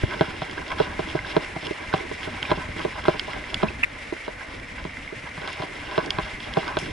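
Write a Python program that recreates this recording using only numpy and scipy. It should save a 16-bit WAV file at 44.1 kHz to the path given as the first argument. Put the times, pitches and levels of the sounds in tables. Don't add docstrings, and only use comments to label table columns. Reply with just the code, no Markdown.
import sys
import numpy as np
from scipy import signal
from scipy.fft import rfft, irfft, next_fast_len
from scipy.io import wavfile

SR = 44100
rng = np.random.default_rng(int(sys.argv[2]) if len(sys.argv) > 2 else 0)


def transcribe(u):
    v = np.clip(np.atleast_2d(u).T, -1, 1)
    q = np.round(v * 32767).astype(np.int16)
    wavfile.write(sys.argv[1], SR, q)


def decibels_to_gain(level_db):
    exponent = np.asarray(level_db, float) / 20
    return 10 ** exponent


N = 305172


def evened(x):
    return x / np.sqrt(np.mean(x ** 2) + 1e-20)


def read(points, hz):
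    f, value = np.transpose(points)
    return np.interp(np.log(hz + 1), np.log(f + 1), value)


def gain_over_time(points):
    s, db = np.transpose(points)
    return decibels_to_gain(np.interp(np.arange(N) / SR, s, db))


def add(mix, s, sound):
    part = mix[:, round(s * SR):][:, :sound.shape[-1]]
    part += sound[..., :part.shape[1]]


def coloured(x, points):
    size = next_fast_len(N)
    gain = decibels_to_gain(read(points, np.fft.rfftfreq(size, 1 / SR)))
    return irfft(rfft(x, size) * gain, size)[..., :N]


def pair(same):
    a, b = rng.standard_normal((2, N))
    return np.array([a, same * a + np.sqrt(1 - same ** 2) * b])


def flutter(hz, depth_db):
    step = 32
    low_pass = signal.butter(2, hz, fs=SR / step)
    slow = signal.lfilter(*low_pass, rng.standard_normal(N // step + 2))
    gain = decibels_to_gain(depth_db * np.clip(evened(slow), -3, 1.5))
    return np.interp(np.arange(N) / step, np.arange(len(slow)), gain)


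def ring(hz, t60, db, lag=0, rise_cycles=0.38, size=3600):
    t = np.arange(size) / SR
    hz, t60, db, lag = (np.reshape(v, (-1, 1)) for v in (hz, t60, db, lag))
    build_up = 1 - np.exp(-t * hz / rise_cycles)
    return decibels_to_gain(db - 60 * t / t60) * np.sin(2 * np.pi * hz * t - lag) * build_up


# (time [s], level [dB])
WIND_LEVEL = [(0.0, -46), (0.06, -46), (0.44, -47), (1.23, -45), (1.66, -50.5), (2.2, -47.5), (2.35, -46),
              (3.6, -46.5), (3.81, -46), (4.05, -51), (4.28, -52), (4.76, -47.5), (4.93, -48),
              (5.07, -51.5), (6.65, -46), (6.92, -43)]
# (frequency [Hz], level [dB per Hz])
WIND_COLOUR = [(15, -13), (40, -3), (90, -4), (160, -12.5), (300, -9), (800, -107), (3000, -66)]


def wind():
    buffet = evened(coloured(pair(0.95), WIND_COLOUR))
    return decibels_to_gain(5.5) * gain_over_time(WIND_LEVEL) * buffet * flutter(11.8, 2.6)


# (frequency [Hz], level [dB per Hz])
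HISS_COLOUR = [(180, -46), (300, -37), (474, 0), (552, 0), (761, -4), (1400, -3.5), (2080, 1),
               (2910, -31.5), (10500, -42), (11500, -50), (15000, -73), (22000, -120)]


def hiss():
    return decibels_to_gain(-43) * evened(coloured(pair(0.46), HISS_COLOUR)) * flutter(48, 0.38)


# (frequency [Hz], level [dB per Hz])
FIZZ_COLOUR = [(3000, -38), (5500, 9), (6500, -4), (11000, -5)]


def fizz():
    rasp = load()[2]
    noise = evened(coloured(pair(0.02), FIZZ_COLOUR) * rasp ** 0.64 * flutter(22, 0.91))
    since = np.arange(N) / SR - 6.787
    grit = (since > 0) * decibels_to_gain(-41 - 10 * abs(since) / 0.035)
    return (decibels_to_gain(-57) + grit) * noise


# (time [s], level [dB])
WHIRR_LEVEL = [(0.0, -39.5), (0.23, -42), (1.44, -39.5), (4.2, -41.5), (4.47, -43), (5.82, -41),
               (6.59, -41), (6.92, -41)]
# (frequency [Hz], width [Hz], level [dB])
HOUSING = [
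    (2020, 330, 7),
    (2094, 57, 2.5),
    (2266, 160, 4),
    (2530, 350, -11.5),
]


def tyres():
    noise, whirr = pair(0.5), 0
    for hz, width, db in HOUSING:
        r = np.exp(-np.pi * width / SR)
        resonance = [1, -2 * r * np.cos(2 * np.pi * hz / SR), r * r]
        tone = evened(signal.lfilter([1, 0, -1], resonance, noise))
        whirr = whirr + decibels_to_gain(db) * flutter(8.5, 2.0) * tone
    return decibels_to_gain(1.0) * gain_over_time(WHIRR_LEVEL) * flutter(22, 1.64) * evened(whirr)


# (peak time [s], time to swell by 10 dB [s], grind level [dB],
# low shake level against the grind [dB], rasp level against the grind [dB])
SURGES = [(0.011, 0.038, -36.5, -5, 0.5), (0.137, 0.056, -28, -0.5, -6.5), (0.305, 0.071, -33, -2, -9),
          (0.5, 0.13, -37.5, 0, -2.5), (0.58, 0.078, -33, -1, -7.5), (0.72, 0.058, -27.5, -2, -8),
          (0.9, 0.052, -32.5, 0.5, -13), (1.095, 0.028, -36.5, 7.5, 2), (1.165, 0.049, -30.5, -18.5, -9),
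          (1.295, 0.084, -30.5, -3, -5), (1.48, 0.031, -31.5, -16, -24), (1.66, 0.05, -33, 2.5, -2),
          (1.825, 0.057, -32, -4, -8.5), (2.03, 0.044, -32.5, 4.5, -25), (2.235, 0.081, -33, 1, -5.5),
          (2.47, 0.22, -33, -7, -5.5), (2.62, 0.057, -30, -13, -25), (2.803, 0.032, -30.5, 3.5, -5.5),
          (2.981, 0.038, -28, -7, -8), (3.326, 0.12, -30.5, -2.5, -7.5), (3.533, 0.065, -34.5, -1, -6.5),
          (3.97, 0.044, -40, 0, -11), (4.414, 0.021, -32.5, -11, -11), (4.52, 0.082, -40.5, 1.5, -10),
          (4.791, 0.014, -29.5, -3, -21), (5.27, 0.019, -32, -22, -10), (5.49, 0.085, -33, -10, -6.5),
          (5.63, 0.11, -34, -0.5, -8), (5.784, 0.043, -36.5, -9, -5), (5.925, 0.1, -32, -4, -8.5),
          (6.07, 0.1, -34, 4.5, -12), (6.285, 0.17, -36, -7, -5), (6.48, 0.078, -35.5, -4, -6.5),
          (6.685, 0.087, -30, -2, -8), (6.875, 0.068, -33, 6, -2.5)]


def load():
    t = np.arange(0, N / SR + .01, .002)
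    power = decibels_to_gain(np.array([[-49], [-61], [-49]])) ** 2
    for s, swell, db, low_db, rasp_db in SURGES:
        drop_db = 10 * np.maximum(s - t, (t - s) / 0.86) / swell
        power = power + decibels_to_gain(db + np.array([[low_db], [0], [rasp_db]]) - drop_db) ** 2
    windup_s, rattle_s = 0.038, 0.093
    for s, db, *_ in CLUNKS:
        drop_db = 10 * np.maximum((s - t) / windup_s, (t - s) / rattle_s)
        shaken_db = np.array([[-27.5], [-26], [-33.5]]) + 0.57 * db
        power = power + decibels_to_gain(shaken_db - drop_db) ** 2
    return [np.interp(np.arange(N) / SR, t, gain) for gain in np.sqrt(power)]


# (frequency [Hz], time to fall 60 dB [s], left level [dB], right level [dB], # lead of
MOUNT_LOW = [(156, 0.049, -17, -17, 0, -1), (243, 0.045, -20, -25, 0.45, -1), (288, 0.032, -13.5, -13, 0.5, -1),
             (347, 0.011, 0, 4, 0.06, 1), (465, 0.031, -15.5, -5, 4, -1), (596, 0.04, -15, -26.5, 0, 1),
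             (646.5, 0.045, -16, -15.5, -0.1, -1), (769, 0.061, -22.5, -24, -0.3, 1),
             (911, 0.049, -20.5, -34, -1.5, -1), (998.4, 0.03, -15, -14, 0.25, -1),
             (1140, 0.023, -16.5, -15, -1.53, -1)]
# (frequency [Hz], time to fall 60 dB [s], left level [dB], #
# right level [dB], lead of the left capsule [rad], first motion [+-1])
MOUNT_HIGH = [(1330, .011, -10, -12, .1, -1), (1534, .037, -19, -19, .7, -1), (1677, .029, -25, -26, -.1, 1),
              (2132, .008, -11, -11, -.6, -1), (2174, .015, -15, -18, -.7, 1), (2499, 0.0082, -20, -20, .5, 1),
              (2790, 0.017, -26, -23, .8, -1), (3200, 0.023, -27, -24.5, -0.5, 1),
              (3430, 0.014, -27, -23, -.2, -1), (4010, 0.0072, -22, -24, 0.92, 1),
              (4660, 0.0072, -27, -25, -0.7, -1), (5095, 0.013, -24, -23, 1, 1),
              (5370, 0.0066, -28, -22, 0.8, -1)]
MOUNT = MOUNT_LOW + MOUNT_HIGH


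def mount(colour_db, detune=1):
    hz, t60, left_db, right_db, lead, motion = np.transpose(MOUNT)
    left = ring(hz * detune, t60, left_db + colour_db, -lead)
    right = ring(hz * detune, t60, right_db + colour_db)
    return np.sign(motion) @ np.array([left, right])


# (frequency [Hz], level [dB])
GRIND_COLOUR = [(100, -15.5), (280, -6.5), (460, -15), (620, 4), (1000, 8.5), (1600, 13), (2200, 9.5),
                (2800, 3.5), (3400, -0.5), (4000, 0.5), (4600, 1), (5200, -6)]


def drive_train():
    hz, out = np.transpose(MOUNT)[0], 0
    groups, points = np.digitize(hz, [550, 2500]), 5
    group_db, impacts_per_s = (-1.5, -1.2, 1.8), (360, 600, 480)
    for k, (level, db, per_s) in enumerate(zip(load(), group_db, impacts_per_s)):
        impacts = 1. * (rng.random((points, N)) < per_s / SR)
        count = np.count_nonzero(impacts)
        impacts[impacts > 0] = decibels_to_gain(2.63 * np.minimum(rng.exponential(1, count), 4.2))
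        impacts *= level * flutter(16.4, 2.8) * rng.choice([-1, 1], (points, N))
        for x, path in zip(impacts, rng.standard_normal((points, 2, len(MOUNT)))):
            feed_db = 2 * path[0] - 60 * (groups != k)
            body = mount(read(GRIND_COLOUR, hz) + feed_db, 1 + .03 * path[1])
            body = body / np.linalg.norm(body)
            grind = signal.oaconvolve(x[None], body, axes=1)[:, :N]
            out = out + decibels_to_gain(db + 7.0) * flutter(9.8, 2.87) * grind
    return out


# (time [s], peak level [dB], pitch [Hz])
PINGS = [(0.0352, -20.5, 1600), (0.1063, -27, 1650), (0.3052, -26, 1450), (0.4713, -32, 2090),
         (0.5796, -20.5, 1580), (1.141, -37, 1650), (1.2474, -21.5, 1590), (1.8063, -28, 2300),
         (1.9288, -17, 1520), (2.2049, -28, 2190), (2.4528, -20.5, 2450), (2.5027, -24, 1600),
         (2.935, -35, 1660), (3.4401, -25, 2000), (3.4725, -30, 2120), (3.5694, -27, 2070),
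         (3.6282, -17, 1260), (3.685, -20, 2570), (4.2652, -30, 2150), (4.4103, -27, 1590),
         (4.4174, -35, 2000), (4.8948, -29, 2240), (4.9342, -29, 2060), (5.0764, -24.5, 2170),
         (5.5578, -30, 2320), (6.0791, -28, 1640), (6.7436, -36, 1490)]


def pings():
    out = np.zeros((2, N))
    for s, db, f in PINGS:
        add(out, s, ring([f, f], [0.023] * 2, [db - 4.0, db + 3.5], [0, .4], 0.73, size=1200))
    return out


# (middle time [s], peak level [dB], pitch [Hz],
# left minus right level [dB], half length [ms])
SLIPS = [(3.8305, -22, 2300, 0, .6), (3.8322, -13, 1900, -5, .5), (3.8343, -12, 2550, -6, .9),
         (3.8358, -14, 2720, 12, .9), (3.8367, -6, 2450, -10, .6), (3.8381, -12, 2000, 6, .5),
         (3.8397, -16, 2250, -5, .6), (3.8421, -13, 1950, 5, .9), (3.8449, -8, 2200, 5, .7),
         (3.8466, -20, 2100, 0, .6), (3.849, -17, 2050, 3, .6), (3.833, -22, 900, 4, .8),
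         (3.8372, -17, 1450, -4, .6), (3.842, -21, 1200, 0, .7), (3.8448, -25, 3400, 6, .4)]


def scrape():
    out, t = np.zeros((2, N)), np.arange(400) / SR
    for s, db, f, pan_db, half_ms in SLIPS:
        u = t - t[200]
        slip = np.cos(2 * np.pi * f * u - np.array([[2.2], [0]])) / np.cosh(u * 1300 / half_ms)
        add(out, s - t[200], decibels_to_gain([[db + pan_db / 2], [db - pan_db / 2]]) * slip)
        add(out, s - t[100], decibels_to_gain(db - 28.0) * rng.standard_normal((2, 200)) * np.hanning(200))
    return out


# (time [s], peak level [dB], low ring under it [dB], upper ring under it [dB])
TICKS = [(0.1376, -22, -9, -24), (0.194, -27, 1, -20), (0.6797, -32, -1, -7), (0.717, -21, -5.5, -28),
         (1.19, -38, 18, -18), (1.447, -29, 1, -12), (1.978, -23, -7, -18), (2.231, -20.5, -8, -26),
         (2.7936, -23, -4, -24), (2.816, -25, -10, -23), (3.0404, -25, -12, -16), (3.333, -24.5, 1.5, -24),
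         (3.526, -40, -7, -15), (4.166, -42.5, 12, -16), (4.248, -30, -5, -16), (4.4792, -44, -18, -14),
         (4.598, -31, -6, -17), (4.782, -40, 14, -20), (4.8404, -29, -11, -17), (4.9696, -37.5, 11, -11),
         (5.3457, -34, -13, -18), (5.633, -40, -5, -19), (5.911, -26, -8, -22), (6.0603, -27.5, -14, -7.5),
         (6.679, -22.5, -3, -15), (0.1096, -27, -2, -25), (0.4958, -25, -6, -24), (0.5377, -39, -10, -20),
         (0.7038, -24, -6, -23), (0.7871, -27, -2, -20), (1.1004, -25, -8, -23), (2.506, -20, -3, -20),
         (2.7821, -26, -3, -20), (3.6188, -24, -5, -22), (6.858, -28, -5, -18)]
# (time [s], peak level [dB], low ring under it [dB],
# upper ring under it [dB], extra treble [dB])
CLICKS = [(0.5112, -23, -16, -16, 3), (1.0874, -22, -8, -25, 0), (1.6277, -37, 0, -6, -5),
          (1.6685, -15, -26, -22, 3), (2.4277, -9.5, -12.5, -27, 5), (3.0595, -22, -8, -23, 2),
          (3.1951, -9, -13, -15, -8), (3.543, -7, -17, -17, 0.5), (5.4755, -28, -19, -10, 0),
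          (5.529, -45, 5, 1, 13), (6.1051, -5, -20, -18.5, -2.5), (6.4026, -22.5, -25, -25, 0),
          (6.537, -17.5, -18, -16, -3), (6.7878, -17, -24, -17, 8.5)]
# (frequency [Hz], time to fall 60 dB [s], level [dB])
TICK_MODES = [(1515, 0.022, -1.5), (2120, 0.019, 3), (2856, 0.013, -7), (3260, 0.012, -2.5),
              (3800, 0.0056, -12.5), (4450, 0.013, 3.5), (4820, 0.014, 3), (5220, 0.0075, 4.5),
              (6630, 0.009, 6), (8500, 0.0066, -5), (10000, 0.0064, -0.5)]
TICK_RING = [1, 1, 0, 0, 0, 2, 2, 2, 3, 3, 3]


def ticks():
    out, (hz, t60, mode_db) = np.zeros((2, N)), np.transpose(TICK_MODES)
    t, contact_s = np.arange(1200) / SR, 0.00129
    press = np.exp(-(np.minimum(t - contact_s, 0) / (.5 * contact_s)) ** 2)
    hold = decibels_to_gain(60 * np.minimum(t, contact_s) / t60[:, None])
    for s, db, low, upper, *bright in sorted(CLICKS + TICKS):
        start, tune, side = rng.standard_normal((3, len(hz)))
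        treble = upper - 9.5 + sum(bright)
        level_db = db - 6.0 + mode_db + np.array([0, low, upper, treble])[TICK_RING]
        for capsule, spread in enumerate((0, .35)):
            lag = 0.35 * np.tanh(start) + spread * side
            modes = ring(hz * (1 + 0.021 * tune), t60, level_db + 4.7 * capsule, lag, size=1200)
            add(out[capsule:capsule + 1], s - .0005, (press * hold * modes).sum(0))
    return out


# (time [s], peak level [dB], frequency [Hz], time to fall 60 dB [s])
JOLTS = [
    (0.0354, 0, 107.4, 0.037),
    (3.632, -16.5, 214, 0.13),
    (6.145, -27, 108, 0.076),
    (6.865, -28, 110, 0.038),
]


def jolts():
    out = np.zeros((2, N))
    for s, db, f, t60 in JOLTS:
        add(out, s, ring([f, f], [t60, t60], [db, db], [.8, -.8]))
    return out


# (time [s], blow level [dB], thump under the blow [dB],
# ring under the blow [dB], hardness under the blow [dB])
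CLUNKS = [(0.209, -5.5, -6.5, -12.5, -15), (0.418, -26, 1, 3.5, -5), (0.8, -3.5, -18, -16, -20.5),
          (0.992, -12.5, -11, -14, -19), (1.365, -5, -12, -13, -16), (1.562, -25.5, -1, 0.5, -13),
          (1.9378, -9.5, -9, -7.5, -13), (2.5146, -6, -14, -10.5, -14), (2.8491, -10, -16, -15.5, -24),
          (3.0817, -4.5, -14.5, -16, -15.5), (3.631, -10.5, -9.5, -5, -15),
          (5.9779, -6.5, -14, -11.5, -15.5), (6.185, -21.5, 1.5, 1, -4), (6.5694, -6.5, -14.5, -9.5, -20.5),
          (6.769, -15, -4, -2.5, -6)]
# (time [s], blow level [dB], thump under the blow [dB],
# ring under the blow [dB], hardness under the blow [dB])
KNOCKS = [(0.034, -13, -11.5, -19.5, -31), (1.149, -17.5, -6.5, -7.5, -26), (1.628, -29, -6, -7, -16),
          (1.7089, -13, -19, -23, -26), (2.1135, -18, -19, -19, -18), (2.274, -18, -14, -16, -30),
          (2.496, -32, 2, -2, -13), (2.506, -25, -14, 2, -16), (3.053, -30.5, -10, -1, 0),
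          (3.278, -29, -5, 0, -18), (3.362, -24, -33, -9, -15), (3.704, -27.5, -5, -13, -12),
          (4.124, -17, -23.5, -18, -25), (4.279, -14, -17.5, -17, -21), (4.851, -18, -11.5, -18, -17),
          (5.125, -19.5, -25, -30, -28), (5.237, -36.5, -2, -11, -16), (5.377, -34, 4, -3.5, -2),
          (5.475, -31.5, -19, -8, 4), (5.599, -26.5, 0.5, 1, -22), (5.621, -28, -18, -3, -0.5),
          (5.634, -26, -10, -2, -17), (6.861, -29.5, -13, -18, -5), (0.28, -32, -2, -22, -20),
          (0.871, -31, -6, -18, -20), (1.073, -28, -4, -16, -15), (2.421, -26, -13, -18, -12),
          (2.574, -23.5, -3.5, -21, -36), (2.686, -29, -10, -7, -25), (2.763, -25, -13, -22, -15),
          (3.037, -32, -12, -10, -7), (3.143, -29, -5, -6, -24), (3.528, -28, -11, -6, -20),
          (5.416, -29, -22, -12, -5), (5.44, -28.5, -16, -13, -24), (5.58, -38, -10, -10, -20),
          (5.754, -32, -21, -23, -15), (6.268, -33, -15, -6, -20), (6.47, -30, -24, -7, -24),
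          (6.823, -24, -5, -26, -24)]
# (frequency [Hz], level under the blow [dB])
USUAL_KNOCK = [(170, -15.5), (420, 1.5), (750, -11), (1500, -12), (2800, -23), (4000, -29), (5100, -11)]


def knocks():
    out, hz = np.zeros((2, N)), np.transpose(MOUNT)[0]
    for s, db, thump, body, hard in sorted(CLUNKS + KNOCKS):
        level, tune = rng.standard_normal((2, len(MOUNT)))
        crack = hard - 13
        wanted = (thump, 0, body, hard, crack, crack, crack)
        colour_db = read([(f, v - usual) for (f, usual), v in zip(USUAL_KNOCK, wanted)], hz)
        chatter = rng.standard_normal(2000) * (rng.random(2000) < .03)
        blow = decibels_to_gain(-15.0 - 60 * np.arange(2000) / SR / 0.083) * chatter
        early, late = round(.0016 * SR), round((.0112 + .0006 * tune[0]) * SR)
        blow[[0, early, late]] = 1, 0.13, 0.079
        struck = mount(colour_db + 1.2 * level, 1 + .007 * tune)
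        sound = signal.fftconvolve(struck, blow[None], axes=1)
        add(out, s + .0006, decibels_to_gain(db + 8) * sound)
    return out


def rubber_seat(swing):
    travel = 1.2
    return travel * np.tanh(swing / travel)


def scene():
    background = wind() + hiss() + fizz() + tyres()
    small_parts = pings() + scrape() + ticks()
    return background + drive_train() + small_parts + rubber_seat(jolts() + knocks())


def top_cut(x):
    return signal.sosfilt(signal.butter(12, 11970, fs=SR, output="sos"), x)


def record(dry):
    mid, side = (dry[0] + dry[1]) / 2, (dry[0] - dry[1]) / 2
    side = coloured(side, [(30, -6), (70, -7), (150, 1.5), (300, 0.0), (600, 2.7),
                           (2500, -3.0), (5000, -2.5), (9000, 0.5)])
    edge = signal.firwin(801, 11150, window=("kaiser", 8), fs=SR)
    mix = signal.oaconvolve(np.array([mid + side, mid - side]), edge[None], "same")
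    return top_cut(mix)


dry = scene()
out = record(dry)
transcribe(out)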